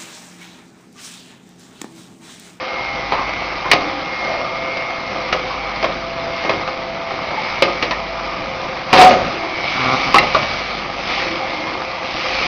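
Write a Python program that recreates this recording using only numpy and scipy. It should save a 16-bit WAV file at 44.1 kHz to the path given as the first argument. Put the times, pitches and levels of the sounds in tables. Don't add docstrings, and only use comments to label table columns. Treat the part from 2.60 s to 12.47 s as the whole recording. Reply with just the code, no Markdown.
import sys
import numpy as np
from scipy import signal
from scipy.fft import rfft, irfft
from scipy.io import wavfile
from scipy.ndimage import uniform_filter1d

SR = 44100
rng = np.random.default_rng(int(sys.argv[2]) if len(sys.argv) > 2 else 0)


def store_pcm(level_fs):
    pcm = np.round(np.clip(level_fs, -1, 1) * 32767).astype(np.int16)
    wavfile.write(sys.argv[1], SR, np.atleast_2d(pcm).T)


def ratio_of_db(decibels):
    return 10 ** (np.asarray(decibels, float) / 20)


N = 435266

TOOTH_HZ = 133.82
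LAND_S = 6.33

# frequency in Hz, density in dB per Hz.
CRACK = [(59, -46.5), (100, -14), (495, -5), (957, -5), (1220, -7), (1530, -15), (2200, -5.5),
         (3290, -15.5), (4650, -15.5), (6360, -32), (8270, -58), (14000, -120)]
# time in seconds, slip rate in Hz, level in dB.
GROAN = [
    (7.13, 133.3, -35.5),
    (7.23, 128.5, -28.5),
    (7.344, 129.3, -24.5),
    (7.414, 133.5, -45),
    (7.494, 127.8, -27),
    (7.53, 131, -46.5),
]


def evened(x):
    return x / np.sqrt(np.mean(x ** 2) + 1e-20)


def read(points, hz):
    f, value = np.transpose(points)
    return np.interp(np.log(hz + 1), np.log(f + 1), value)


def follow(rows, t):
    s, *columns = np.transpose(rows)
    return [np.interp(t, s, c) for c in columns]


def colour(x, points):
    gain = ratio_of_db(read(points, np.fft.rfftfreq(len(x), 1 / SR)))
    return evened(irfft(rfft(x) * gain, len(x)))


def resonate(x, hz, width):
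    r = np.exp(-np.pi * width / SR)
    return 2 * signal.lfilter([1 - r], [1, -r * np.exp(2j * np.pi * hz / SR)], x).real


def resonate_twice(x, hz, width):
    return resonate(resonate(x, hz, width), hz, width)


def bump(t, middle, length):
    return np.cos(np.pi * np.clip((t - middle) / length, -.5, .5)) ** 2


def drift(t, top_hz):
    coarse = t[::512]
    waves = [np.sin(2 * np.pi * (f * coarse + rng.random())) / np.sqrt(f) for f in np.geomspace(.2, top_hz, num=20)]
    return np.interp(t, coarse, evened(sum(waves)))


def swell(t, rest_db, rows):
    coarse = t[::64]
    rises = sum(ratio_of_db(db) * bump(coarse, s, n) for s, n, db in rows)
    return ratio_of_db(rest_db) + np.interp(t, coarse, rises)


def tone(turns, db):
    return np.sqrt(2) * ratio_of_db(db) * np.sin(2 * np.pi * (turns + rng.random()))


def add(mix, s, sound):
    part = mix[round(s * SR):][:len(sound)]
    part += sound[:len(part)]


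def mains_hum():
    t = np.arange(N) / SR
    start_s, period_s, rest, skew = .2, 2.35, 0.26, 0.4
    surge = np.sin(np.pi * ((t - start_s) / period_s % 1) ** skew) ** 2
    level = ratio_of_db(-44) * (rest + surge) + ratio_of_db(-44) * bump(t, 5.55, 1.0)
    return tone(50.2 * t, 1.2 * drift(t, 20)) * level


def panel():
    # middle in seconds, length in seconds, top level in dB.
    sings = [(.05, .4, -31), (1.3, 1.3, -33.5), (2.1, .7, -32.5), (2.58, .4, -34), (3.41, 0.36, -33),
             (4.12, .7, -38.5), (5.95, 1.1, -34), (6.5, .7, -34), (7.72, .5, -35.5), (8.77, 0.72, -34),
             (9.75, .6, -28.5)]
    t = np.arange(N) / SR
    turns = np.cumsum(526 * (1 + .006 * drift(t, 25))) / SR
    return tone(turns, -4 + 1.7 * drift(t, 21)) * swell(t, -43.5, sings)


def gears():
    # order of the tooth rate, level in dB.
    weak_orders = [(15, -46.5), (18, -46.5), (4, -47), (9, -46)]
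    # order of the tooth rate, resting level in dB.
    strong_orders = [(16, -42), (17, -42.5), (5, -45), (6, -46)]
    # middle in seconds, length in seconds, order, top level in dB.
    swells = [(.25, 0.62, 16, -31.5), (.72, .6, 16, -35), (1.17, .35, 16, -34), (1.63, 0.63, 16, -30.5),
              (2.17, 1, 16, -33), (2.7, 0.53, 16, -41), (3.15, .5, 16, -42), (3.88, 0.54, 16, -34.5),
              (4.9, 1.2, 16, -38.5), (7.15, 1.4, 16, -38.5), (8.6, .4, 16, -42), (8.98, .6, 16, -37),
              (.75, .7, 17, -41), (2.15, 0.65, 17, -38.5), (3.05, .9, 17, -41.5), (5.0, 1.36, 17, -38.5),
              (7.15, .9, 17, -30.5), (7.75, 1.2, 17, -34), (8.78, 0.42, 17, -39), (9.82, .6, 17, -34.5),
              (2.1, 1.4, 5, -36), (3.6, 1.06, 5, -32), (4.42, 0.98, 5, -33), (5.6, 1.1, 5, -36.5),
              (6.7, .9, 5, -36.5), (.5, 1.0, 6, -37.5), (1.3, .7, 6, -37), (3.05, 0.65, 6, -36.5),
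              (7.5, 1.1, 6, -37.5), (8.33, .5, 6, -43)]
    t = np.arange(N) / SR
    teeth = np.cumsum(TOOTH_HZ * (1 + 0.00036 * drift(t, 4))) / SR
    out = np.zeros(N)
    for order, rest_db in strong_orders:
        rows = [(s, n, db) for s, n, k, db in swells if k == order]
        out += tone(order * teeth, 1.1) * swell(t, rest_db, rows)
    for order, db in weak_orders:
        out += tone(order * teeth, db + 4.0 * drift(t, 2.1))
    return out


def tumble():
    # frequency in Hz, density in dB per Hz.
    roar = [(25, -23), (80, -16.5), (103, -10), (272, -7), (443, -12.5), (521, -0.5), (584, -4.5), (656, 2),
            (867, -1), (1230, 0), (1510, -9), (2190, -12.5), (2580, -12), (5040, -15), (6360, -29.5),
            (8270, -69), (14000, -120)]
    # frequency in Hz, width in Hz, dB over the roar.
    casing = [(30, 33, 7), (96, 13, 10), (185.6, 26, 2), (290, 55, -3), (369, 39, 8), (524, 23, 1.5),
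              (752, 25, -6), (1222, 29, 0.5), (2226, 520, .6)]
    # middle in seconds, length
    # in seconds, rise in dB, share of that rise in the casing band.
    surges = [(.65, 1.1, 1.5, 0.5), (1.197, .4, 3.5, .7), (1.671, 0.43, 3, .8), (2.75, 0.9, 2, 0.5),
              (3.3, 0.33, 1.5, 1.), (3.87, 0.37, 3.5, 0.2), (4.3, 0.59, -2, .3), (5.007, 1, 3, .4),
              (6.421, 0.29, 15.5, 1.), (6.661, 0.51, 3.5, .95), (7.25, 0.93, 8, 0.44), (7.8, 1.34, 7, 0.2),
              (8.57, 0.49, 9, 0.26), (8.95, 1.06, 2.5, .6), (9.793, 1, 9.5, .3)]
    # middle in seconds, length in seconds, rise in dB.
    booms = [
        (.05, .6, -5.5),
        (1.1, 0.55, 3),
        (2.3, .6, -2),
        (3.35, .5, 3.5),
        (4.0, .3, 3),
        (5.9, .8, 2.5),
        (6.6, .45, 9.5),
        (7.719, 0.65, 6.5),
        (9.3, .6, -1.5),
    ]
    strikes = rng.random(N) < 2500 / SR
    size = ratio_of_db(2.8 * np.minimum(rng.exponential(1, N), 4)) * strikes
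    grains = signal.lfilter([1], [1, -.96], size) * rng.standard_normal(N)
    mesh = 1 + .07 * np.cos(2 * np.pi * TOOTH_HZ * np.arange(N) / SR)
    drive = mesh * (0.86 * evened(grains) + rng.standard_normal(N))
    hz, t, z = signal.stft(evened(drive), SR, nperseg=1024, noverlap=768)

    peaks = 1 + sum(ratio_of_db(db) / np.sqrt(1 + (2 * (hz - f) / w) ** 4) for f, w, db in casing)
    shape = ratio_of_db(read(roar, hz)) * peaks
    rattle_db = sum(db * bump(t, s, n) for s, n, db, share in surges)
    casing_db = sum(share * db * bump(t, s, n) for s, n, db, share in surges)
    deep_db = 0.27 * rattle_db + sum(db * bump(t, s, n) for s, n, db in booms)
    levels = np.array([-26.5 + casing_db, -33.5 + rattle_db, -37 + deep_db])
    bands = [(hz > lo) & (hz < hi) for lo, hi in ((300, 1500), (2500, 6000), (70, 300))]
    levels -= 10 * np.log10([np.sum(shape[b] ** 2) / len(hz) for b in bands])[:, None]

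    bright = np.clip((hz[:, None] - 1200) / 1000, 0, 1)
    deep = np.clip((320 - hz[:, None]) / 100, 0, 1)
    level_db = (1 - bright - deep) * levels[0] + bright * levels[1] + deep * levels[2]
    patches = uniform_filter1d(rng.standard_normal(z.shape[::-1]), 12, 0)
    patches = evened(uniform_filter1d(patches, 10, 1)).T
    z = z * shape[:, None] * ratio_of_db(level_db - 1.0 + 1.16 * patches)
    return signal.istft(z, SR, nperseg=1024, noverlap=768)[1][:N]


def workshop(x):
    # frequency in Hz, decay time t60 in seconds.
    decay = [(200, 0.65), (1000, 0.38), (2200, .22), (5000, 0.18)]
    taps = np.zeros(SR)
    at = np.arange(300, SR - 20, 20)
    taps[at + rng.integers(0, 20, len(at))] = rng.choice([-1., 1.], len(at))
    hz, t, z = signal.stft(taps, SR, nperseg=256)
    fade = ratio_of_db(-60 * t / read(decay, hz)[:, None])
    tail = signal.istft(z * fade, SR, nperseg=256)[1]
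    return signal.fftconvolve(x, tail / np.linalg.norm(tail))[:N]


def rub(db, hz, width, length):
    u = np.linspace(0, 1, round(length * SR))
    noise = resonate_twice(rng.standard_normal(len(u)), hz, width)
    return ratio_of_db(db) * evened(noise) * evened(u ** .4 * (1 - u))


def pin(peak_db):
    # frequency in Hz, level in dB, decay time t60 in seconds.
    rings = [(2080, 3.5, 0.055), (2730, -2.5, 0.053), (4030, -4, .05), (5550, -16, .04)]
    t = np.arange(SR // 4) / SR
    return sum(ratio_of_db(peak_db + db - 60 * t / s) * np.sin(2 * np.pi * f * t) for f, db, s in rings)


def hinge():
    t = np.arange(GROAN[0][0], GROAN[-1][0], 1 / SR)
    hz, db = follow(GROAN, t)
    jitter = 0.7 * uniform_filter1d(rng.standard_normal(len(t)), 150)
    turns = np.cumsum(hz * (1 + jitter)) / SR
    slips = sum(np.cos(2 * np.pi * k * turns) for k in range(1, 12))
    low = sum(a * np.cos(2 * np.pi * k * turns) for k, a in ((1, .75), (2, .8), (3, .4)))
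    low *= ratio_of_db(2.5 * evened(uniform_filter1d(rng.standard_normal(len(t)), 600)) - 2.5)
    plate = .5 * resonate(slips, 760, 120) + 1.2 * resonate(slips, 1150, 260) + 0.28 * resonate(slips, 525, 80)
    return np.sqrt(2) * ratio_of_db(db) * (low + plate) * signal.windows.tukey(len(t), .2)


def slam():
    # frequency in Hz, width in Hz, level in dB.
    door = [(532, 36, -1), (616, 46, -9), (257, 23, -12), (1228, 27, -11), (379, 18, -9.5),
            (150, 45, -16.5)]
    # time in seconds, frame level in dB.
    bounces = [
        (6.33, -11),
        (6.395, -11.5),
        (6.44, -10.5),
        (6.509, -12),
        (6.54, -15.5),
    ]
    shudder_s, still_s, gone_s = 6.385, 6.497, 6.75
    t = np.arange(LAND_S, gone_s, 1 / SR)
    plate_db = -9.5 - 125 * np.maximum(t - still_s, 0)
    ring_db = np.where((t > shudder_s) & (t < still_s), -0.7, plate_db)
    frame_db = np.max([np.where(t >= s, db - 130.5 * (t - s), -60) for s, db in bounces], axis=0)
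    clatter_db = -8 - 100 * abs(t - shudder_s)

    shake = rng.standard_normal(len(t))
    ring = np.sin(2 * np.pi * np.cumsum(735 * (1 + .3 * uniform_filter1d(shake, 300))) / SR)
    frame = sum(ratio_of_db(db) * evened(resonate(shake, f, w)) for f, w, db in door)
    strikes = 0.98 + signal.lfilter([1], [1, -.99], rng.random(len(t)) < 350 / SR)
    clatter = evened(strikes * colour(rng.standard_normal(len(t)), CRACK))
    out = ratio_of_db(uniform_filter1d(ring_db, size=400)) * ring
    out += ratio_of_db(uniform_filter1d(frame_db, size=400)) * frame
    out += ratio_of_db(clatter_db) * clatter
    return out * signal.windows.tukey(len(t), .02)


def blow(peak_db, low_hz, treble_db):
    # frequency in Hz, level in dB, decay time t60 in seconds.
    lever = [(532, -5, 0.37), (728, -7, 0.46), (786, -6, 0.065), (1080, 0.5, 0.086), (1240, 0.5, .12),
             (1890, -7.5, 0.027), (2443, -7, 0.035), (2840, -4, 0.068), (4140, -9, 0.036)]
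    t = np.arange(SR // 3) / SR
    t60 = .105 * (700 / low_hz) ** 0.26

    def fade(db, s):
        return ratio_of_db(db - 60 * t / s)

    def ring(hz, db, s):
        return fade(db, s) * np.sin(2 * np.pi * (hz * t + rng.random()))

    def cluster(hz, width):
        return evened(resonate_twice(rng.standard_normal(2 * len(t)), hz, width)[len(t):])

    crack = colour(rng.standard_normal(len(t)), CRACK)
    bright = signal.lfilter(*signal.butter(2, 1500, "high", fs=SR), crack)
    crack = (crack - bright) * fade(0.13, 1.02 * t60) + bright * fade(treble_db + 11, 0.79 * t60)
    spot = ring(low_hz, -8, 1.1 * t60)
    spot += fade(-5.5, 1.1 * t60) * cluster(low_hz, 220)
    spot += fade(treble_db - 7, 0.4 * t60) * cluster(2220, 370)
    body = np.zeros(len(t))
    for f, db, s in lever:
        detune, lift = rng.standard_normal(2)
        body += ring(f * (1 + .015 * detune), db - 11 + 3 * lift, s)
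    rise = 1 - np.exp(-t / 0.00067)
    snap = 1 + .6 * np.exp(-t / .003)
    return ratio_of_db(peak_db - 10.5) * rise * (0.79 * snap * crack + spot + body)


def scene():
    # time in seconds, peak in dB, pitch of the spot struck in Hz, treble in dB.
    blows = [(0.521, -2.5, 900, -13.5), (0.535, -10, 880, -14), (1.114, 3, 970, .6),
             (1.132, 1.5, 710, -5.5), (2.169, -9.5, 654, -9.5), (2.726, 0.9, 1240, -7),
             (3.159, -10.5, 1080, -9), (3.227, -3, 760, -10.5), (3.242, -2.5, 1150, -11),
             (3.848, -7, 538, -14), (3.894, 0, 527, -11.5), (4.011, -18, 732, -6), (4.076, -7.5, 1240, -12),
             (4.507, -11, 507, -14), (5.022, 3.8, 517, -5), (5.225, -1.3, 500, -6), (5.309, -3.5, 990, -7),
             (6.329, 6, 733, -11), (6.413, 10.5, 720, -10), (6.507, .6, 620, -17), (7.543, 7, 1120, -10.5),
             (7.557, 0.8, 1240, -6.5), (7.583, -3, 800, -1.5), (7.629, -3.5, 628, -12.5),
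             (7.669, -11.5, 529, -9), (7.746, 1, 1154, -8.5), (7.761, -7, 660, -9.5),
             (7.829, -9.5, 670, -9.5), (9.813, -11, 1100, -8)]
    # start in
    # seconds, level in dB, frequency in Hz, width in Hz, length in seconds.
    rubs = [(.53, -25, 990, 450, .13), (1.039, -26.5, 920, 740, 0.073), (1.12, -20, 730, 140, .05),
            (3.23, -20.5, 610, 130, 0.041), (5.312, -26, 1920, 170, 0.037), (9.66, -34, 2360, 70, 0.2),
            (6.7, -35.5, 349, 54, 0.32), (2.165, -34, 2200, 170, .03), (7.755, -18.5, 630, 130, 0.028),
            (7.748, -15, 1170, 150, 0.02), (1.16, -36.5, 290, 50, 0.37), (1.6, -30, 660, 330, 0.35),
            (2.9, -27.5, 1100, 300, 0.066), (7.552, -13, 1240, 49.8, 0.035), (7.552, -14.5, 785, 60, .04),
            (2.73, -26, 480, 300, 0.058), (3.86, -30, 350, 160, 0.11), (4.7, -29, 700, 400, 0.07),
            (4.772, -22.5, 810, 150, 0.046), (7.26, -33.5, 750, 60, 0.3), (8.52, -33.5, 800, 54, 0.16),
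            (8.62, -33, 340, 40, 0.16), (8.88, -38.5, 310, 57, 0.35), (8.8, -27, 770, 67, 0.066)]
    machine = mains_hum() + panel() + gears() + tumble()
    hand = np.zeros(N)
    for s, *row in rubs:
        add(hand, s, rub(*row))
    add(hand, 7.584, pin(-5))
    for s, *row in blows:
        add(hand, s, blow(*row))
    wet = hand + ratio_of_db(-9) * workshop(hand)
    add(wet, GROAN[0][0], hinge())
    add(wet, LAND_S, slam())
    ending = np.minimum(np.arange(N)[::-1] / 150, 1)
    return ((wet + machine) * ending)[None]


def roll_off(x):
    return signal.sosfilt(signal.butter(12, 15500, fs=SR, output="sos"), x)


def record(dry):
    lowpass = signal.firwin(101, 6600, window=("kaiser", 9), fs=SR)
    dull = signal.oaconvolve(dry, lowpass[None], "same")
    return roll_off(np.clip(dull, -1, 1))


dry = scene()
out = record(dry)
store_pcm(out)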